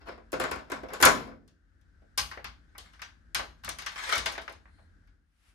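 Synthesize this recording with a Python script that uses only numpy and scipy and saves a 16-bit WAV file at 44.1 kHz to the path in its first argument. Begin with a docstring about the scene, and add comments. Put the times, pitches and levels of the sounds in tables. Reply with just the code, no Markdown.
"""A thumb-turn clicks and grinds in a heavy wooden door until its bolt shoots home with a loud clack.
Then the stud of a security chain knocks about on its brass track and slides along the slot.
Blows are cracks with a resonant, decaying room tail; rubbing is clumps of tiny slips through the same metal.
Decaying modes ring the lock case, track and door leaf; shaped noise gives faint scrape, rustle and ventilation.
"""
import sys
import numpy as np
from scipy import signal
from scipy.fft import rfft, irfft, next_fast_len
from scipy.io import wavfile
from scipy.ndimage import uniform_filter1d

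SR = 44100
rng = np.random.default_rng(int(sys.argv[2]) if len(sys.argv) > 2 else 0)


def inscribe(sig):
    """Save sig as 16-bit PCM at rate SR to the path in sys.argv[1].

    A 1-D sig is mono; a 2-D sig holds one channel per row.
    Samples are clipped to [-1, 1] before scaling.
    """
    pcm = np.round(np.clip(np.atleast_2d(sig).T, -1, 1) * 32767)
    wavfile.write(sys.argv[1], SR, pcm.astype(np.int16))


N = 244314
LENGTH = 24576  # samples in one impulse response
HZ = np.fft.rfftfreq(LENGTH, 1 / SR)
T = np.arange(LENGTH) / SR

# pins, springs and bolt: (t/s, level/dB, thud/dB, edge/dB); thud tilts the bass, edge the treble
LOCK_HITS = [(0.065, -20.5, 4, -18), (0.084, -17, 13, -11), (0.178, -25, 11.5, -17), (0.32, -21, 0.5, 14.5),
             (0.329, -4.5, 8.5, -5.5), (0.337, -5.5, 9.5, -6.5), (0.399, -1, 5, 1.5),
             (0.414, -2.5, 2.5, -7.5), (0.438, -0.5, -4.5, -6), (0.449, -5, 5, -17.5),
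             (0.513, -0.5, 1, -4.5), (0.559, -11.5, 3.5, -6.5), (0.7, -11.5, 1.5, -4), (0.718, -1, 3, -5),
             (0.833, -13.5, 11, -15), (0.903, -16, 0.5, -17.5), (0.923, -19.5, 16, -16.5),
             (0.935, -8.5, -1, 3.5), (1.002, -3, 4, -2.5), (1.013, -7, 9.5, 12.5), (1.0262, 13.5, -3.5, 8),
             (1.036, 16, -5, -20), (1.053, 8.5, -0.5, 15.5), (1.06, 17, 3, -20.5), (1.272, -20, 11, -12),
             (1.314, -21.5, 7, -29.5)]
# broad colour of the lock, relative: (f/Hz, density/dB per Hz)
LOCK_BODY = [(30, -33), (100, -11.5), (250, -7), (500, -4), (850, -3), (1400, 0), (1900, -4.5), (2600, -8),
             (5000, -16.5), (8000, -19), (13500, -24), (15000, -38), (16000, -44)]
# lock resonances over that colour: (f/Hz, width/Hz, level/dB)
LOCK_PEAKS = [(224.5, 3, 1), (274.6, 12, 1), (348.1, 7.1, -4), (489.7, 12, -3), (518, 12, -1),
              (626, 13.5, 2.5), (687.7, 10, 2), (765, 10, -0.5), (1005, 14, 3.5), (1095, 14, 5.5),
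              (1200, 19, -3.5), (1416, 13, 0.5), (1384, 36, 0), (1493.4, 12, 1.5), (1537, 25, 5),
              (1706, 17, -0.5), (1780, 10, -2), (2147, 190, -6), (5140, 180, -12.5), (6920, 300, -16)]
# twists of the thumb-turn: (t at full effort/s, hold/s, level/dB)
TURNS = [(0.07, .03, -46.5), (.44, .14, -46.5), (.74, .03, -50.5), (.93, 0.32, -44)]
# colour of turning against a blow: (f/Hz, gain/dB)
TURN_SHADE = [(150, 0.5), (350, 7.5), (550, 4), (900, 3.5), (1500, -1), (3000, -1), (5300, -1),
              (7000, -14.5), (14000, -15)]
# hollow modes of the lock case in its mortise: (f/Hz, level/dB, t60/s)
CASE_MODES = [(356, -34, .08), (382, -32, 0.056), (439, -36.5, .087), (477, -43.5, 0.081), (515, -39, 0.23),
              (1145, -36, .073)]


def lock(play_db=2.5):
    """The turn grinds, clicks over springs and throws the bolt; play caps how hard the case knocks."""
    case = colour(LOCK_BODY, LOCK_PEAKS)
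    shared = diffuse(LENGTH)
    effort = strokes(TURNS, rise_db_per_s=170, fall_db_per_s=400)
    out = rub(case, effort, TURN_SHADE, slips_per_s=340, spread_db=4.5, direct_db=-0.5)
    for s, db, thud_db, edge_db in LOCK_HITS:
        add(out, s, amp(db) * blow(case, shared, thud_db, edge_db, direct_db=1.0))
    s, db, thud_db, edge_db = np.transpose(LOCK_HITS)
    knock_db = np.minimum(db, play_db)
    return out + ring(CASE_MODES, s, knock_db, thud_db, edge_db, swell_s=0.005, vary_db=2.0)


# stud and links: (t/s, level/dB, thud/dB, edge/dB, grip/dB); a tight grip makes the knock dry
CHAIN_HITS = [(1.478, -41, -5, 12.5, 1.5), (1.813, -52.5, 11, 12.5, 7), (2.02, -47, 37, -8, 5),
              (2.176, -2, 6, 11, -9.5), (2.185, -1.5, 0.5, -1, 0), (2.312, -9.5, 4.5, -13, -5.5),
              (2.374, -11.5, 16, -27, 6.5), (2.444, -7.5, 2, -5.5, 1.5), (2.75, -20.5, 4, -37, -8.5),
              (2.781, -22, 14, 15.5, 0.5), (2.934, -27, 0, -7, -3), (2.993, -18.5, -10, -20, -2),
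              (3.018, -9, -1.5, -4, 2), (3.3468, 1.5, -2, 5, 0.5), (3.358, -5.5, 10, -13, 4),
              (3.392, -3, 13, -15, 2.5), (3.636, -12.5, 0, -12, -6), (3.647, -15.5, -3, 10, 3),
              (3.678, -4, 10, -31, 4.5), (3.691, -11.5, -4, 15, 5.5), (3.786, -12, 3, 5.5, -2.5),
              (3.822, -12.5, 3.5, -4, 7), (3.863, -3, -1, -3.5, 0.5), (3.957, -9, 3, -13, -4),
              (4.126, -1.5, 13, -28, -8), (4.156, -11, 17.5, 8.5, 5), (4.18, -6, 8.5, 7.5, 2.5),
              (4.259, 1.5, 9, 0.5, -0.5), (4.322, -17, 19, 7.5, -3), (4.353, -10, -14, -21, 5),
              (4.379, -3, 10, -19.5, 8), (4.415, -26, -1, 5, -10), (4.479, -7, 4, -23, 9.5),
              (4.495, -25.5, 23.5, 1.5, -4), (4.525, -28.5, 14, 7.5, 2), (4.656, -23.5, 2.5, -42, 9.5),
              (4.783, -32.5, 18.5, -32, -6), (5.074, -42, 9, -3, 3)]
# broad colour of chain and track, relative: (f/Hz, density/dB per Hz)
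CHAIN_BODY = [(30, -72), (150, -21.5), (500, -11), (800, -3), (1300, 2.5), (2000, 3), (2400, 0.5),
              (3500, -0.5), (5500, -6.5), (7300, -13.5), (10000, -15), (13000, -18.5), (16000, -44)]
# chain resonances over that colour: (f/Hz, width/Hz, level/dB)
CHAIN_PEAKS = [(465, 6.6, -13.5), (660, 11, 0), (1040, 66, -1.5), (1190, 47, 0), (1604, 52, 0),
               (2211, 60, 0.5), (2940, 100, -11), (3040, 27, -13.5), (4220, 31, -24), (5040, 15, -28),
               (5200, 20, -6), (5830, 26, -4), (6520, 18, 1), (9170, 310, -13)]
# pushes of the stud along its track: (t at full effort/s, hold/s, level/dB)
SLIDES = [(2.35, .15, -74), (2.86, 0.051, -63), (3.04, 0.011, -61.5), (3.65, .02, -67), (4.07, 0.065, -31),
          (4.45, .08, -67)]
# colour of sliding against a blow: (f/Hz, gain/dB)
SLIDE_SHADE = [(150, 1), (380, 3.5), (700, -0.5), (1100, 0), (1900, 1), (3500, -2), (5500, -2),
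               (8000, -1.5), (12500, -6.5), (15000, -6)]
# modes of the track plate and links: (f/Hz, level/dB, t60/s)
TRACK_MODES = [(824, -47, 0.26), (1047, -43, .22), (1141, -42.5, 0.27), (1260, -48, 0.22),
               (1558, -39, 0.19), (2850, -55, 0.42), (3790, -50, 0.08), (4580, -47.5, 0.25),
               (5040, -42.5, 0.17), (5400, -45.5, 0.16), (5540, -48, 0.12), (6340, -59, 0.067),
               (6200, -45, 0.12), (6750, -75, 0.18)]


def chain(damping_per_db=0.88):
    """The stud knocks and slides on the brass track; a tighter grip makes the metal ring less."""
    track = colour(CHAIN_BODY, CHAIN_PEAKS)
    shared = diffuse(LENGTH)
    effort = strokes(SLIDES, rise_db_per_s=108, fall_db_per_s=233)
    out = rub(track, effort, SLIDE_SHADE, slips_per_s=520, spread_db=3.5, direct_db=-6.5)
    for s, db, thud_db, edge_db, grip_db in CHAIN_HITS:
        add(out, s, amp(db) * blow(track, shared, thud_db, edge_db, direct_db=grip_db))
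    s, db, thud_db, edge_db, grip_db = np.transpose(CHAIN_HITS)
    damped_db = db - damping_per_db * grip_db
    return out + ring(TRACK_MODES, s, damped_db, thud_db, edge_db, swell_s=0.0022, vary_db=2.0)


# slow modes of the door leaf: (f/Hz, level/dB, t60/s)
DOOR = [(44.2, -8, 0.94), (59, 5, 0.69), (85, -7, 0.94), (95, -3, 0.42), (130, -4.5, 0.23), (155, -8.5, 1),
        (202, -10.5, 0.37), (237, -8.5, 0.53)]
# the hand shoves the leaf while it works the chain: (t/s, level/dB)
SHOVES = [(2.189, -46.5), (2.44, -51.5), (3.352, -48.5), (3.645, -47.5), (4.17, -46)]


def door(coupling_db=-55, thud_share=0.51):
    """The heavy leaf booms softly under every lock blow and every shove of the hand."""
    blows = [(s, db + thud_share * thud_db + coupling_db) for s, db, thud_db, _ in LOCK_HITS]
    return ring(DOOR, *np.transpose(blows + list(SHOVES)))


# faint scrape of a link, relative: (f/Hz, density/dB per Hz)
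SETTLE = [(1200, -29.5), (1900, 2), (2600, -14), (3800, -9), (4200, 0.5), (4700, -13), (6000, -23),
          (9800, -11), (12000, -32)]
# the chain settles: (t at full effort/s, hold/s, level/dB)
SETTLING = [(4.75, .08, -75.5)]
# soft rustle of movement, relative: (f/Hz, density/dB per Hz)
RUSTLE = [(100, -30.5), (400, -8), (1100, 3), (2500, 5), (4500, -3), (7000, -7), (10000, -4), (13500, -17),
          (15500, -34.5)]
# a last movement: (t at full effort/s, hold/s, level/dB)
RUSTLING = [(5.48, 0.019, -68.5)]


def stirring():
    """Coloured noise swells as the released chain scrapes faintly and someone moves."""
    link = air(SETTLE) * strokes(SETTLING, rise_db_per_s=90, fall_db_per_s=172)
    rustle = air(RUSTLE) * strokes(RUSTLING, rise_db_per_s=101, fall_db_per_s=220)
    return link + rustle


# ventilation colour, relative: (f/Hz, density/dB per Hz)
VENT = [(15, -32.5), (28, -22), (42, 8.5), (60, 5.5), (90, 2), (125, -14), (165, -8.5), (220, -11.5),
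        (290, -13), (420, -23.5), (1050, -32), (1560, -16), (2400, -35.5), (5000, -39.5), (10000, -48),
        (16000, -67)]
# brief dips in its level: (t/s, half width/s, depth/dB)
DIPS = [(1.55, 0.34, -6.5), (5.35, 0.19, -14)]


def ventilation(level_db=-58.5):
    """Steady duct rumble with a faint band of hiss, as coloured noise; the level dips twice."""
    t = np.arange(N) / SR
    dip_db = sum(db * np.exp(-((t - s) / width) ** 2) for s, width, db in DIPS)
    return air(VENT) * amp(level_db + dip_db)


def blow(part, shared, thud_db, edge_db, direct_db, alike=0.22):
    """One blow: its hardness tilts the colour, and its place changes part of the ring."""
    room = tail(np.sqrt(alike) * shared + np.sqrt(1 - alike) * diffuse(LENGTH))
    return response(part * tilt(HZ, thud_db, edge_db) * ripple(), room, direct_db)


def rub(part, effort, shade, slips_per_s, spread_db, direct_db, catch_db=5.0, place_s=.045, count=5):
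    """Friction: clumps of little slips excite the part, whose ring changes as the contact moves on."""
    catches = uniform_filter1d(rng.standard_normal(N), size=500)
    spread = np.minimum(rng.exponential(1, N), 3)
    size = amp(spread_db * spread + catch_db * catches / catches.std())
    happens = rng.random(N) < slips_per_s / SR
    slips = unit(size * rng.choice([-1, 1], N) * happens) * np.sqrt(N) * effort
    place = np.arange(N) / SR // place_s % count  # cycles through a few contact points
    out = np.zeros((2, N))
    for k in range(count):
        gain = part * amp(read(shade, HZ)) * ripple()
        sound = response(gain, tail(diffuse(LENGTH)), direct_db)
        out += signal.oaconvolve((slips * (place == k))[None], sound, axes=1)[:, :N]
    return out


def strokes(rows, rise_db_per_s, fall_db_per_s):
    """Gain of a run of hand movements: each swells, holds and dies away."""
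    t = np.arange(N) / SR
    gain = np.zeros(N)
    for s, hold, db in rows:
        rise_db = rise_db_per_s * np.maximum(s - t, 0)
        fall_db = fall_db_per_s * np.maximum(t - s - hold, 0)
        gain += amp(db - rise_db - fall_db)
    return gain


def colour(body, peaks):
    """Gain of a metal part: resonances standing on a broad body, with unit mean power."""
    power = amp(read(body, HZ)) ** 2
    for hz, width, db in peaks:
        power = power + amp(db) ** 2 / (1 + ((HZ - hz) / width) ** 2) ** 2
    return np.sqrt(power / power.mean())


def ripple(depth_db=2.5, size=190):
    """Each point of contact favours some of the upper resonances and misses others."""
    bumps = uniform_filter1d(uniform_filter1d(rng.standard_normal(len(HZ)), size), size)
    return amp(depth_db * bumps / bumps.std() * HZ / (HZ + 1500))  # depth grows towards the treble


# how much of a blow's thud each frequency gets: (f/Hz, share)
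THUD_SHARE = [(100, 0.66), (300, 1), (600, 0.98), (1100, 0)]
# how much of its edge each frequency gets: (f/Hz, share)
EDGE_SHARE = [(2100, 0.044), (3200, 0.44), (5500, .6), (7800, 0.94)]


def tilt(hz, thud_db, edge_db):
    """A heavy blow gains bass and a hard one gains treble."""
    return amp(thud_db * read(THUD_SHARE, hz) + edge_db * read(EDGE_SHARE, hz))


def crack(contact_s=0.0041, snap_db=-2, snap_hz=6500):
    """Direct sound of metal on metal: a sharp treble snap and a few milliseconds of chatter."""
    chatter = rfft(unit(diffuse(2048) * np.exp(-T[:2048] / contact_s)), LENGTH)
    snap = amp(snap_db) * (1j * HZ / (snap_hz + 1j * HZ)) ** 2
    return (chatter + snap) / np.sqrt(1 + abs(snap) ** 2)


# straight path against the room: (f/Hz, level/dB)
DIRECT = [(200, -10.5), (1500, -10.5), (4000, -12.5), (8000, -2), (13000, 10.5)]


def response(gain, room, direct_db):
    """What the microphones hear of one blow on a part: straight path plus room."""
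    direct = amp(read(DIRECT, HZ) + direct_db)
    paths = causal(direct) * crack() + rfft(room)
    return irfft(paths * causal(gain / np.sqrt(1 + direct ** 2))) * end_fade()


# ring of door and room together: (f/Hz, t60/s)
DECAY = [(100, 0.84), (250, 0.86), (500, 0.33), (1000, 0.35), (2000, 0.29), (4000, 0.33), (6000, 0.29),
         (9000, .27), (12500, 0.34), (15000, 0.32)]


def tail(noise, build_at_900_hz_s=0.00072, early_db=1, early_s=0.045):
    """Door and room: dense early reflections, then a decay that is longest in the bass."""
    hz, t, z = signal.stft(noise, SR, nperseg=256)
    t60 = read(DECAY, hz)[:, None]
    rise_s = build_at_900_hz_s * np.sqrt(1000 / (hz[:, None] + 100))
    shape = amp(-60 * t / t60) * (1 - np.exp(-t / rise_s))
    shape = shape * (1 + amp(early_db) * np.exp(-t / early_s))
    shape /= np.linalg.norm(shape, axis=1, keepdims=True)
    return unit(signal.istft(z * shape, SR, nperseg=256)[1][:, :LENGTH])


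# likeness of the two channels: (f/Hz, correlation)
ALIKE = [(40, .97), (70, 0.93), (150, 0.43), (300, 0.55), (600, .1), (3000, 0.04), (8000, .33),
         (13000, .38)]


def ring(modes, s, db, thud_db=0, edge_db=0, swell_s=0.006, vary_db=1.5):
    """Blows at times s ring shared modes at varied strength; side phases differ where less alike."""
    hz, mode_db, t60 = np.transpose(modes)[:, :, None]
    shape = amp(mode_db - 60 * T / t60) * (1 - np.exp(-T / swell_s)) * end_fade()
    bank = shape * np.exp(2j * np.pi * hz * T)
    side_phase = np.arccos(read(ALIKE, hz.T))
    sides = np.exp(1j * np.array([[0], [1]]) * side_phase)
    luck, start = rng.random((len(s), len(modes), 2)).T
    strength = amp(db + vary_db * (2 * luck - 1)) * tilt(hz, thud_db, edge_db)
    pushes = strength * np.exp(2j * np.pi * start)
    out = np.zeros((2, N))
    for time, push in zip(s, pushes.T):
        add(out, time, ((sides * push) @ bank).real)
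    return out


def diffuse(size):
    """Stereo noise as two microphones hear it: alike in the deep bass, far less so above."""
    a, b = rfft(rng.standard_normal((2, size)))
    c = read(ALIKE, np.fft.rfftfreq(size, 1 / SR))
    return irfft(np.array([a, c * a + np.sqrt(1 - c ** 2) * b]), size)


def air(spectrum):
    """Soft steady noise of a given colour, at unit power."""
    gain = amp(read(spectrum, np.fft.rfftfreq(N, 1 / SR)))
    return unit(irfft(rfft(diffuse(N)) * gain, N)) * np.sqrt(N)


def causal(gain):
    """Minimum-phase response for a gain: it rings only after the blow."""
    log_gain = np.log(np.maximum(gain, 1e-5))
    circle = np.concatenate([log_gain, log_gain[-2:0:-1]])
    return np.exp(np.conj(signal.hilbert(circle)))[:len(gain)]


def end_fade():
    """Fades the last tenth of an impulse response to zero."""
    return np.minimum(10 * (1 - T / T[-1]), 1)


def amp(db):
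    """Decibels to gain."""
    return 10 ** (np.asarray(db) / 20)


def unit(x):
    """Scales to a mean energy of one per channel."""
    return x / np.sqrt(np.mean(np.sum(x ** 2, axis=-1)) + 1e-20)


def read(points, hz):
    """A spectrum, joined by straight lines over log frequency."""
    f, value = np.transpose(points)
    return np.interp(np.log(hz + 1), np.log(f + 1), value)


def add(mix, s, sound):
    """Mixes a stereo sound in at time s."""
    part = mix[:, max(round(s * SR), 0):][:, :sound.shape[1]]
    part += sound[:, :part.shape[1]]


def scene():
    """Lock, chain and door leaf in a quietly ventilated room."""
    return lock() + chain() + door() + stirring() + ventilation()


# left minus right: (f/Hz, level/dB)
LEAN = [(60, 3.5), (170, -1), (350, -2), (700, 1), (1400, 5.5), (2800, 1.5), (5500, 8.5), (10000, -3),
        (14000, -0.5)]


def record(dry, low_cut_hz=36, band_limit_hz=16300):
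    """Colours each microphone, cuts the deepest bass, rounds the loudest peaks, then limits the band."""
    size = next_fast_len(N + LENGTH)
    hz = np.fft.rfftfreq(size, 1 / SR)
    lean_db = read(LEAN, hz)
    sides = amp(np.array([lean_db, -lean_db]) / 2)
    low_cut = 1 / np.sqrt(1 + (low_cut_hz / (hz + 1)) ** 12)
    heard = irfft(rfft(dry, size) * low_cut * sides, size)[:, :N]
    rounded = heard / (1 + (heart_level(heard)) ** 6) ** (1 / 6)
    low_pass = signal.firwin(511, band_limit_hz, window=("kaiser", 9), fs=SR)
    return signal.oaconvolve(rounded, low_pass[None], "same", axes=1)


def heart_level(heard, ceiling=0.88):
    """Level relative to the ceiling at which peaks are rounded."""
    return heard / ceiling


dry = scene()
out = record(dry)
inscribe(out)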